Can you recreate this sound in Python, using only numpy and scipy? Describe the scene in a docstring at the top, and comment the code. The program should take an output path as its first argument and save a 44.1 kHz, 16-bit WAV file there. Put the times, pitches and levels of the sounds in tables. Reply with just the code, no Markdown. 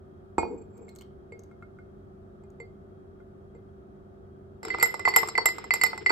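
"""A tall glass of milk rings in its wall modes as a ceramic cup knocks on its rim and rests there to pour.
The thin stream is heard as quiet gurgles, bubbles and spray; the added milk loads the wall and lowers
the ring. A steel spoon then stirs quickly, clinking on the wall and knocking on the base.
The stereo microphone stands close by on the counter of a small kitchen, where an appliance hums."""
import sys
import numpy as np
from scipy import signal
from scipy.fft import rfft, irfft, next_fast_len
from scipy.io import wavfile
from scipy.ndimage import map_coordinates

SR = 44100
rng = np.random.default_rng(int(sys.argv[2]) if len(sys.argv) > 2 else 0)


def store_pcm(level_fs):
    """Save levels as 16-bit WAV."""
    pcm = np.round(np.clip(level_fs, -1, 1) * 32767).astype(np.int16)
    wavfile.write(sys.argv[1], SR, np.atleast_2d(pcm).T)


N = 269792
SPOON_IN_S = 4.6  # the spoon enters the glass

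# the motor's low and high tones: (frequency [Hz], level [dB])
HUM_TONES = [(96.9, -59), (145.3, -62.5), (199.2, -60), (220.7, -65.5), (360.7, -59.5), (387.6, -56),
             (683.7, -73.5)]
WHINE_TONES = [(3250, -92.5), (3750, -100)]
# spectra of rushing air, poured milk, stirred milk and a contact: (frequency [Hz], relative level [dB])
AIR_SPECTRUM = [(15, -27), (25, -9), (91, -3), (122, -11.5), (204, -9), (253, -13.5), (297, -8), (322, -14),
                (389, -9.5), (421, -16.5), (684, -15.5), (997, -30), (1240, -22.5), (2230, -44),
                (15500, -65)]
SLOSH_SPECTRUM = [(120, -29), (250, 6), (340, 0.5), (460, 10), (580, -15), (850, -9), (1500, -37),
                  (4000, -63)]
SWIRL_SPECTRUM = [(180, -44.5), (330, 7), (460, 8), (620, -21), (900, -15), (1400, -8), (2800, -14.5),
                  (5000, -24), (6200, -42), (10000, -63), (12500, -58.5), (15000, -69)]
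CRACK_SPECTRUM = [(200, -16.5), (450, -7), (750, -6), (1150, 3.5), (1700, -15), (2400, -4), (3200, -18),
                  (5000, -10), (5900, -22.5), (8200, -1), (10200, -22), (12600, -0.5), (14200, -26.5),
                  (15800, -30)]
# likeness of the air noise at the two microphones: (frequency [Hz], correlation [-1 to 1])
AIR_CORRELATION = [(60, 0.91), (180, 0.55), (550, -0.4), (1650, -0.42), (4970, -0.31), (15000, 0.75)]
# milk moving under the stream and around the spoon: (time [s], level [dB])
SLOSH_LEVEL = [(0.38, -64), (0.45, -43.5), (0.56, -40.5), (0.63, -56), (0.75, -57), (0.82, -47.5),
               (0.92, -62), (1.4, -72), (3.5, -66.5), (4.6, -68.5)]
SWIRL_LEVEL = [(4.60, -111), (4.64, -46.5), (4.8, -41.5), (5.0, -51), (5.12, -40), (5.35, -47.5),
               (5.65, -48), (6.1, -50.5)]
# progress of the pour: (time [s], share still to come [0 to 1])
POUR_TO_COME = [(0.4, 1), (1.35, .75), (1.8, .6), (2.6, .34), (3.5, .22), (4.6, 0)]

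# modes of the full glass: (frequency [Hz], relative level [dB], nominal t60 [s],
# pitch excess before the pour [fraction], left minus right [dB], left phase lead [rad])
GLASS_MODES = [(460.3, -15.5, 0.064, 0.0089, -6.5, 0.45), (637, -21.5, 0.052, 0.015, 17, -1.5),
               (762, -13.5, 0.083, 0.012, 4, -1.5), (897, -4.5, 0.034, 0.016, -6, -0.84),
               (1056, -10, 0.023, 0.037, -13.5, -1.3), (1273, -2.5, 0.016, 0, -12, -1.4),
               (1378, -5.5, 0.018, 0.028, -12.5, -2.5), (2028, -11.5, 0.27, 0.0773, 5, -2.3),
               (2048, -3, 0.19, 0.064, -6.5, -0.92), (2190, -24.5, 0.055, 0.053, 6.5, -4),
               (4494, -9.5, 0.17, .018, 0.5, 1), (7430, -19.5, 0.2, 0.033, -4, -0.4),
               (7484, -0.5, 0.066, 0.011, -2, -1.5), (12000, -10, 0.029, 0, -1, 0),
               (12580, -0.5, 0.02, 0.016, 1.5, -0.2)]
# modes of the cup with the counter, and of the spoon: (frequency [Hz], relative level [dB], t60 [s])
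CUP_MODES = [(81.6, -16, 0.097), (215, -15, 0.035), (286, -13.5, 0.058), (364.5, 2, 0.035),
             (749, -13.5, 0.094), (866, 3, 0.026), (2448, -19.5, 0.12), (5717, -51, 0.16)]
SPOON_MODES = [(3906, -26, 0.12), (4020, -29, 0.18), (5204, -21.5, 0.11), (5267, -11, 0.062),
               (7700, -29, .08), (7700, -33, 0.047), (13300, -36, 0.049)]
# the glass's five registers, its low knock, fundamental and three overtones: (frequency [Hz])
REGISTER_HZ = [1100, 2050, 4500, 7500, 12500]
# how each kind of contact excites those registers: (relative drive [dB])
BUMP_DRIVE = [-3.5, -0.5, -12, -11.5, -39.5]  # a bump or tick during the pour
BUBBLE_DRIVE = [3, 1, -23, -26, -37]  # a bubble, through the liquid
KNOCK_DRIVE = [0.5, -8.5, -27, -21, -33.5]  # spoon tip on the thick base: mostly knock
CLINK_DRIVE = [-13, 0, -10.5, -21.5, -38.5]  # handle near the rim: a pure ring
STRIKE_DRIVE = [-5.5, 0.5, -26.5, -4.5, -7]  # bowl on the wall: hard and bright
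SKID_DRIVE = [-34, -37.5, -16.5, -9.5, -33]  # the bowl skids just after a strike
REBOUND_DRIVE = [-20, -10.5, -30, -20.5, -24]  # then falls back on the wall

# bumps and light ticks on the glass during the pour:
# (time [s], thud [dB], hollow note [dB], ring [dB], brightness [dB], t60 scale [ratio])
POUR_BUMPS = [(0.3815, -13, -29, -31.5, 7, 1.53), (0.431, -20.5, -35, -65, 1, 0.65),
              (0.452, -37, -27, -69, 0, 0.53), (0.882, -58, -66, -52, -1, 0.48),
              (1.3215, -52, -35.5, -42, -6, 0.68), (2.436, -57, -59, -72, 19, 0.39),
              (2.6005, -49.5, -35, -39, -3.5, 0.75), (3.549, -57, -44, -59, -2, 0.86)]
# the cup and the spoon dragging on the glass: (time [s], level [dB])
CUP_DRAG_LEVEL = [(0.42, -69), (0.62, -65), (0.69, -95), (0.76, -66), (0.88, -65.5), (0.95, -78)]
SPOON_DRAG_LEVEL = [(4.63, -64), (5.1, -60.5), (5.55, -68), (6.1, -60)]
# bubbles and drops under the stream: (time [s], starting pitch [Hz], plink [dB], spray [dB])
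BUBBLES = [(0.778, 6400, -63, -62), (0.891, 4110, -50.5, -53), (0.952, 8000, -45, -64),
           (0.96, 6470, -45, -50), (0.987, 4240, -48, -53), (1.01, 2930, -48, -52.5),
           (1.02, 3080, -48.5, -57), (1.393, 6300, -44, -60.5), (1.436, 6400, -52, -63),
           (1.513, 1330, -51, -78), (1.624, 1350, -40.5, -77), (1.787, 1425, -46.5, -78),
           (2.503, 6640, -59, -69), (3.202, 1400, -54, -82)]
# big bubbles shake the glass, small ones hardly: (bubble pitch [Hz], coupling [dB])
BUBBLE_COUPLING = [(1400, -12), (3000, -9.5), (5000, -25)]
# the spoon's tip on the base: (time [s], level [dB], brightness [dB])
TIP_KNOCKS = [(4.63, -31, 10.5), (4.65, -26, 12), (4.682, -29.5, 8.5), (4.746, -21, -7.5),
              (4.785, -25.5, 1), (4.941, -23, 10), (4.994, -27, 10), (5.0762, -12, -10),
              (5.2313, -14.5, -6), (5.274, -34.5, 20.5), (5.286, -25, 17), (5.382, -13.5, -16),
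              (5.583, -26, 10), (5.641, -29, 7.5), (5.9315, -21.5, -19), (5.977, -27, 9), (6.104, -10, -15)]
# its handle on the glass: (time [s], level [dB], brightness [dB], t60 scale [ratio])
HANDLE_CLINKS = [(4.703, -21, -3, 0.66), (4.74, -26, -14, 0.32), (4.798, -27, 13, 0.95),
                 (4.811, -19, -1.5, 1.1), (4.999, -29, -8, 1), (5.052, -12, -4, 1.06),
                 (5.081, -20, 7.5, 0.73), (5.138, -19, 5.5, 0.49), (5.3525, -17, -11, 0.35),
                 (5.3775, -12.5, 6.5, 0.57), (5.7068, -10, -3.5, 0.47), (5.813, -15.5, 11, 0.41),
                 (6.0615, -9.5, -4, 0.48), (6.095, -16, 4.5, 1.9)]
# its bowl on the wall: (time [s], level [dB], brightness [dB], t60 scale [ratio], rebound delay [s])
BOWL_STRIKES = [(4.8265, -11.5, -1, 1.4, 0.032), (5.087, -25, -3, 0.39, 0.019),
                (5.1615, -7.5, -0.5, 1.27, 0.0245), (5.457, -12, -0.5, 1.15, 0.03),
                (5.7375, -16, -1.5, 0.65, 0.02), (5.8352, -12, -0.5, 0.9, 0.028)]

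# the kitchen's reverberation time: (frequency [Hz], t60 [s])
ROOM_T60 = [(150, 0.98), (500, 0.24), (2000, 0.39), (5000, 0.25), (8000, .33), (13000, 0.2)]
# colour of the reverberant tail, duller near 6 kHz, 10 kHz and above 14 kHz: (frequency [Hz], level [dB])
TAIL_COLOUR = [(150, -4.5), (450, -1), (1000, -9), (2050, -12.5), (3100, -7), (3900, -3), (5200, -1.5),
               (6300, -12), (7500, -19), (8400, -13), (10200, -21), (12500, -11.5), (15000, -22)]


def amp(db):
    """Amplitude ratio of a level in decibels."""
    return 10 ** (np.asarray(db) / 20)


def unit(x):
    """The signal scaled to an rms of 1."""
    return x / np.sqrt(np.mean(x ** 2) + 1e-20)


def along(points, hz):
    """Interpolation of (frequency [Hz], value) points on a logarithmic axis."""
    f, v = np.transpose(points)
    return np.interp(np.log(hz + 1), np.log(f + 1), v)


def envelope(rows):
    """Amplitude per sample from (time [s], level [dB]) rows, silent outside them."""
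    return amp(np.interp(np.arange(N) / SR, *np.transpose(rows), left=-np.inf, right=-np.inf))


def fade(t, t60):
    """Exponential decay of 60 dB in t60."""
    return np.exp(-np.log(1000) * t / t60)


def wobble(rate):
    """Smooth random modulation with rate knots a second."""
    knots = rng.standard_normal(int(N * rate / SR) + 4)
    return map_coordinates(knots, [np.arange(N) * rate / SR])


def spread(pan_db):
    """Left and right gains for a level difference."""
    return amp(pan_db * np.array([[.5], [-.5]]))


def filtered(x, response):
    """Linear filtering: the spectrum times a frequency response."""
    n = x.shape[-1]
    padded = next_fast_len(n + 2048)
    return irfft(rfft(x, padded) * response(np.fft.rfftfreq(padded, 1 / SR)), padded)[..., :n]


def noise(spectrum, correlation, size=N):
    """Coloured stereo noise of rms 1; the balance of mid and side sets its correlation."""
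    def response(hz):
        angle = np.arccos(np.clip(along(correlation, hz), -1, 1)) / 2
        return amp(along(spectrum, hz)) * [np.cos(angle), np.sin(angle)]
    mid, side = filtered(rng.standard_normal((2, size)), response)
    return unit(np.array([mid + side, mid - side]))


def add(track, s, sound):
    """Superposition of a sound on a track at time s."""
    part = track[:, round(s * SR):][:, :sound.shape[-1]]
    part += sound[..., :part.shape[-1]]


def struck(modes, t):
    """Free vibration: a sum of damped sinusoids, their strengths varying slightly at each blow."""
    return sum(amp(db + rng.standard_normal()) * fade(t, t60) * np.sin(2 * np.pi * hz * t)
               for hz, db, t60 in modes)


def appliance_hum(air_db=-51.5, waver_db=0.93, waver_rad=1.0):
    """A motor radiates tones, wavering in level and phase, over broadband air noise."""
    t, hum = np.arange(N) / SR, np.zeros(N)
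    for hz, db in HUM_TONES:
        peak = np.sqrt(2) * amp(db + waver_db * wobble(3.97))
        hum += peak * np.sin(2 * np.pi * hz * t + waver_rad * wobble(8.2))
    return hum + amp(air_db) * noise(AIR_SPECTRUM, AIR_CORRELATION)


def appliance_whine():
    """Random amplitude modulation widens two faint, high motor tones into narrow bands."""
    t = np.arange(N) / SR
    return sum(amp(db) * unit(wobble(140) * np.sin(2 * np.pi * hz * t)) for hz, db in WHINE_TONES)


def milk_gurgle(flutter_db=3):
    """The hollow of the glass colours the noise of moving milk, first poured, then stirred."""
    poured = envelope(SLOSH_LEVEL) * noise(SLOSH_SPECTRUM, [(400, 0.56)])
    stirred = envelope(SWIRL_LEVEL) * noise(SWIRL_SPECTRUM, [(400, 0.12), (3000, 0.19)])
    return (poured + stirred) * unit(amp(flutter_db * wobble(55)))


def pour_bumps(pan_db=-6, attack_s=0.0018, hollow_hz=455, hollow_t60=0.085):
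    """Bumps and light ticks excite the modes of cup and counter, and a hollow resonance of the glass."""
    out, t = np.zeros((2, N)), np.arange(SR // 3) / SR
    for s, thud_db, hollow_db, *_ in POUR_BUMPS:
        thud = amp(thud_db) * struck(CUP_MODES, t) * spread(pan_db)
        hollow = amp(hollow_db) * fade(t, hollow_t60) * np.sin(2 * np.pi * hollow_hz * t)
        add(out, s, (thud + hollow) * (1 - np.exp(-t / attack_s)))
    return out


def glass_ring(t, drive, to_come=0., t60_scale=0.62, scatter_db=2.0, detune=0.0015, settle_s=0.11):
    """The wall's modes ring, driven in dB per register; mass loading by the milk lowers their pitch."""
    out, sides = np.zeros((2, len(t))), np.array([[.5], [-.5]])
    drive_spectrum = list(zip(REGISTER_HZ, drive))
    age = t * (.5 + t / settle_s)  # damping grows as the striker settles against the wall
    for hz, db, t60, excess, pan_db, lead in GLASS_MODES:
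        level_draw, pitch_draw = rng.standard_normal(2)
        pitch = hz * (1 + excess * to_come + detune * pitch_draw)
        gain = amp(db + along(drive_spectrum, hz) + scatter_db * level_draw) * spread(pan_db)
        out += gain * fade(age, t60 * t60_scale) * np.sin(2 * np.pi * pitch * t + sides * lead)
    return out


def contact_crack(t, drive, gain_db=3, t60=0.022):
    """A brief contact has a broad spectrum: a burst of noise, shaped in dB per register."""
    drive_spectrum = list(zip(REGISTER_HZ, drive))
    pan = [(400, -5), (1100, -1.0), (5000, -0.5)]  # (frequency [Hz], left minus right [dB])
    burst = noise(CRACK_SPECTRUM, [(1000, 0.35), (4000, 0.087), (7500, 0.28)], size=len(t))
    crack = filtered(burst, lambda hz: amp(along(drive_spectrum, hz)) * spread(along(pan, hz)))
    return amp(gain_db) * crack * fade(t, t60)


def touch(pattern_db, db, bright_db=0):
    """Excitation of each register in dB; a harder contact lifts the overtones."""
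    overtones = np.array(REGISTER_HZ) > REGISTER_HZ[1]
    return np.add(pattern_db, db) + bright_db * overtones


def contacts(skid_s=0.0062, knock_scale=0.52, skid_scale=0.61, bubble_scale=0.73):
    """The impulses that excite the glass, in order: (time [s], register drives [dB], t60 scale [ratio])."""
    hits = [(s, touch(CLINK_DRIVE, db, bright), scale) for s, db, bright, scale in HANDLE_CLINKS]
    hits += [(s, touch(KNOCK_DRIVE, db, bright), knock_scale) for s, db, bright in TIP_KNOCKS]
    for s, hz, db, _ in BUBBLES:
        hits.append((s, touch(BUBBLE_DRIVE, db + along(BUBBLE_COUPLING, hz)), bubble_scale))
    for s, db, bright, scale, rebound_s in BOWL_STRIKES:
        hits += [(s, touch(STRIKE_DRIVE, db, bright), scale),
                 (s + skid_s, touch(SKID_DRIVE, db, bright), skid_scale),
                 (s + rebound_s, touch(REBOUND_DRIVE, db, bright), skid_scale)]
    for s, thud_db, _, ring_db, bright, scale in POUR_BUMPS:
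        knock, *rings = touch(BUMP_DRIVE, ring_db, bright)
        hits.append((s, [knock + thud_db - ring_db, *rings], scale))  # the knock follows the thud
    return sorted(hits, key=lambda hit: hit[0])


def glass_impacts(ring_db=-1, attack_s=0.00071, choke_db=-15, choke_t60=0.026):
    """Each impact damps the earlier vibration and excites the modes by where and how hard it lands."""
    out, t = np.zeros((2, N)), np.arange(SR // 4) / SR
    for s, drive, t60_scale in contacts():
        knock, fundamental, _, middle_overtone, top_overtone = drive
        kept = 1 / (1 + amp(knock - choke_db))  # a firm knock stops most of what still rings
        earlier = out[:, round(s * SR):][:, :len(t)]
        earlier *= (kept + (1 - kept) * fade(t, choke_t60))[:earlier.shape[1]]
        to_come = np.interp(s, *np.transpose(POUR_TO_COME))
        sound = amp(ring_db) * glass_ring(t, drive, to_come, t60_scale)
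        hardness_db = (knock + middle_overtone) / 2
        if s > SPOON_IN_S:
            sound += amp(hardness_db) * struck(SPOON_MODES, t)
        sound += contact_crack(t, [knock, fundamental, hardness_db, middle_overtone, top_overtone])
        add(out, s, sound * (1 - np.exp(-t / attack_s)))
    return out


def drag_friction(slips_per_s=400, cup_db=6, spoon_db=8):
    """Stick-slip friction: tiny impulses keep the glass ringing with the cup's glaze or the spoon."""
    t = np.arange(SR // 4) / SR
    slips = (rng.random(N) < slips_per_s / SR) * amp(3.1 * rng.standard_normal(N))
    glass = glass_ring(t, drive=[3.5, -16.5, -10.5, -1.5, -30])
    onset = 1 - fade(t, 0.0049)

    def rubbed(modes, db):
        response = (glass + amp(db) * struck(modes, t)) * onset
        return unit(signal.fftconvolve(slips[None], response, axes=1)[:, :N])
    by_cup = rubbed([(2270, -16.5, 0.071), (2440, -15.5, 0.049)], cup_db)
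    by_spoon = rubbed(SPOON_MODES, spoon_db)
    return envelope(CUP_DRAG_LEVEL) * by_cup + envelope(SPOON_DRAG_LEVEL) * by_spoon


def splashes(spray_t60=0.034, cycles=70, rise=0.094):
    """Bubbles resonate with a rising pitch and throw a fine spray where the stream meets the milk."""
    out, t = np.zeros((2, N)), np.arange(SR // 12) / SR
    spray_spectrum = [(1500, -7), (3000, -9), (5000, -10), (8000, 1),
                      (10500, -18), (13500, -4), (16000, -26)]
    for s, hz, plink_db, spray_db in BUBBLES:
        t60 = cycles / hz
        phase = 2 * np.pi * hz * t * (1 + rise * t / t60)
        plink = fade(t, t60) * (1 - fade(t, t60 / 10)) * np.sin(phase)
        spray = noise(spray_spectrum, [(5000, 0.3)], size=len(t)) * fade(t, spray_t60)
        add(out, s, amp(plink_db) * plink + amp(spray_db) * spray)
    return out


def kitchen_reverb(x, delay_s=.004):
    """Wall reflections form a diffuse tail, drawn anew each quarter second as hand and cup move."""
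    out, step = np.zeros((2, N)), SR // 4
    correlation = [(300, 0.17), (2000, 0.12), (5000, 0.12), (7000, 0.48)]
    for start in range(0, N, step):
        white = noise([(1000, 0)], correlation, size=SR // 2)
        hz, t, bands = signal.stft(white, SR, nperseg=256)
        t60 = along(ROOM_T60, hz)[:, None]
        unit_energy = np.sqrt(2 * np.log(1000) / (t60 * SR))
        gain = amp(along(TAIL_COLOUR, hz))[:, None] * unit_energy
        _, tail = signal.istft(bands * gain * fade(t, t60), SR, nperseg=256)
        add(out, start / SR + delay_s, signal.fftconvolve(x[None, start:start + step], tail, axes=1))
    return out


def scene():
    """Superposition: the sharp sounds excite the room; the gurgle and the appliance lie underneath."""
    direct = glass_impacts() + pour_bumps() + drag_friction() + splashes()
    reverberant = kitchen_reverb(direct.mean(axis=0))
    return direct + reverberant + milk_gurgle() + appliance_hum() + appliance_whine()


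def record(dry, low_hz=45, ceiling=.93, top_hz=15950):
    """Band limiting cuts the deep rumble and highest treble; soft saturation rounds the loudest peaks."""
    thinned = signal.sosfilt(signal.butter(2, low_hz, "high", fs=SR, output="sos"), dry)
    rounded = thinned / (1 + (thinned / ceiling) ** 12) ** (1 / 12)
    return filtered(rounded, lambda hz: 1 / np.sqrt(1 + (hz / top_hz) ** 200))


dry = scene()
out = record(dry)
store_pcm(out)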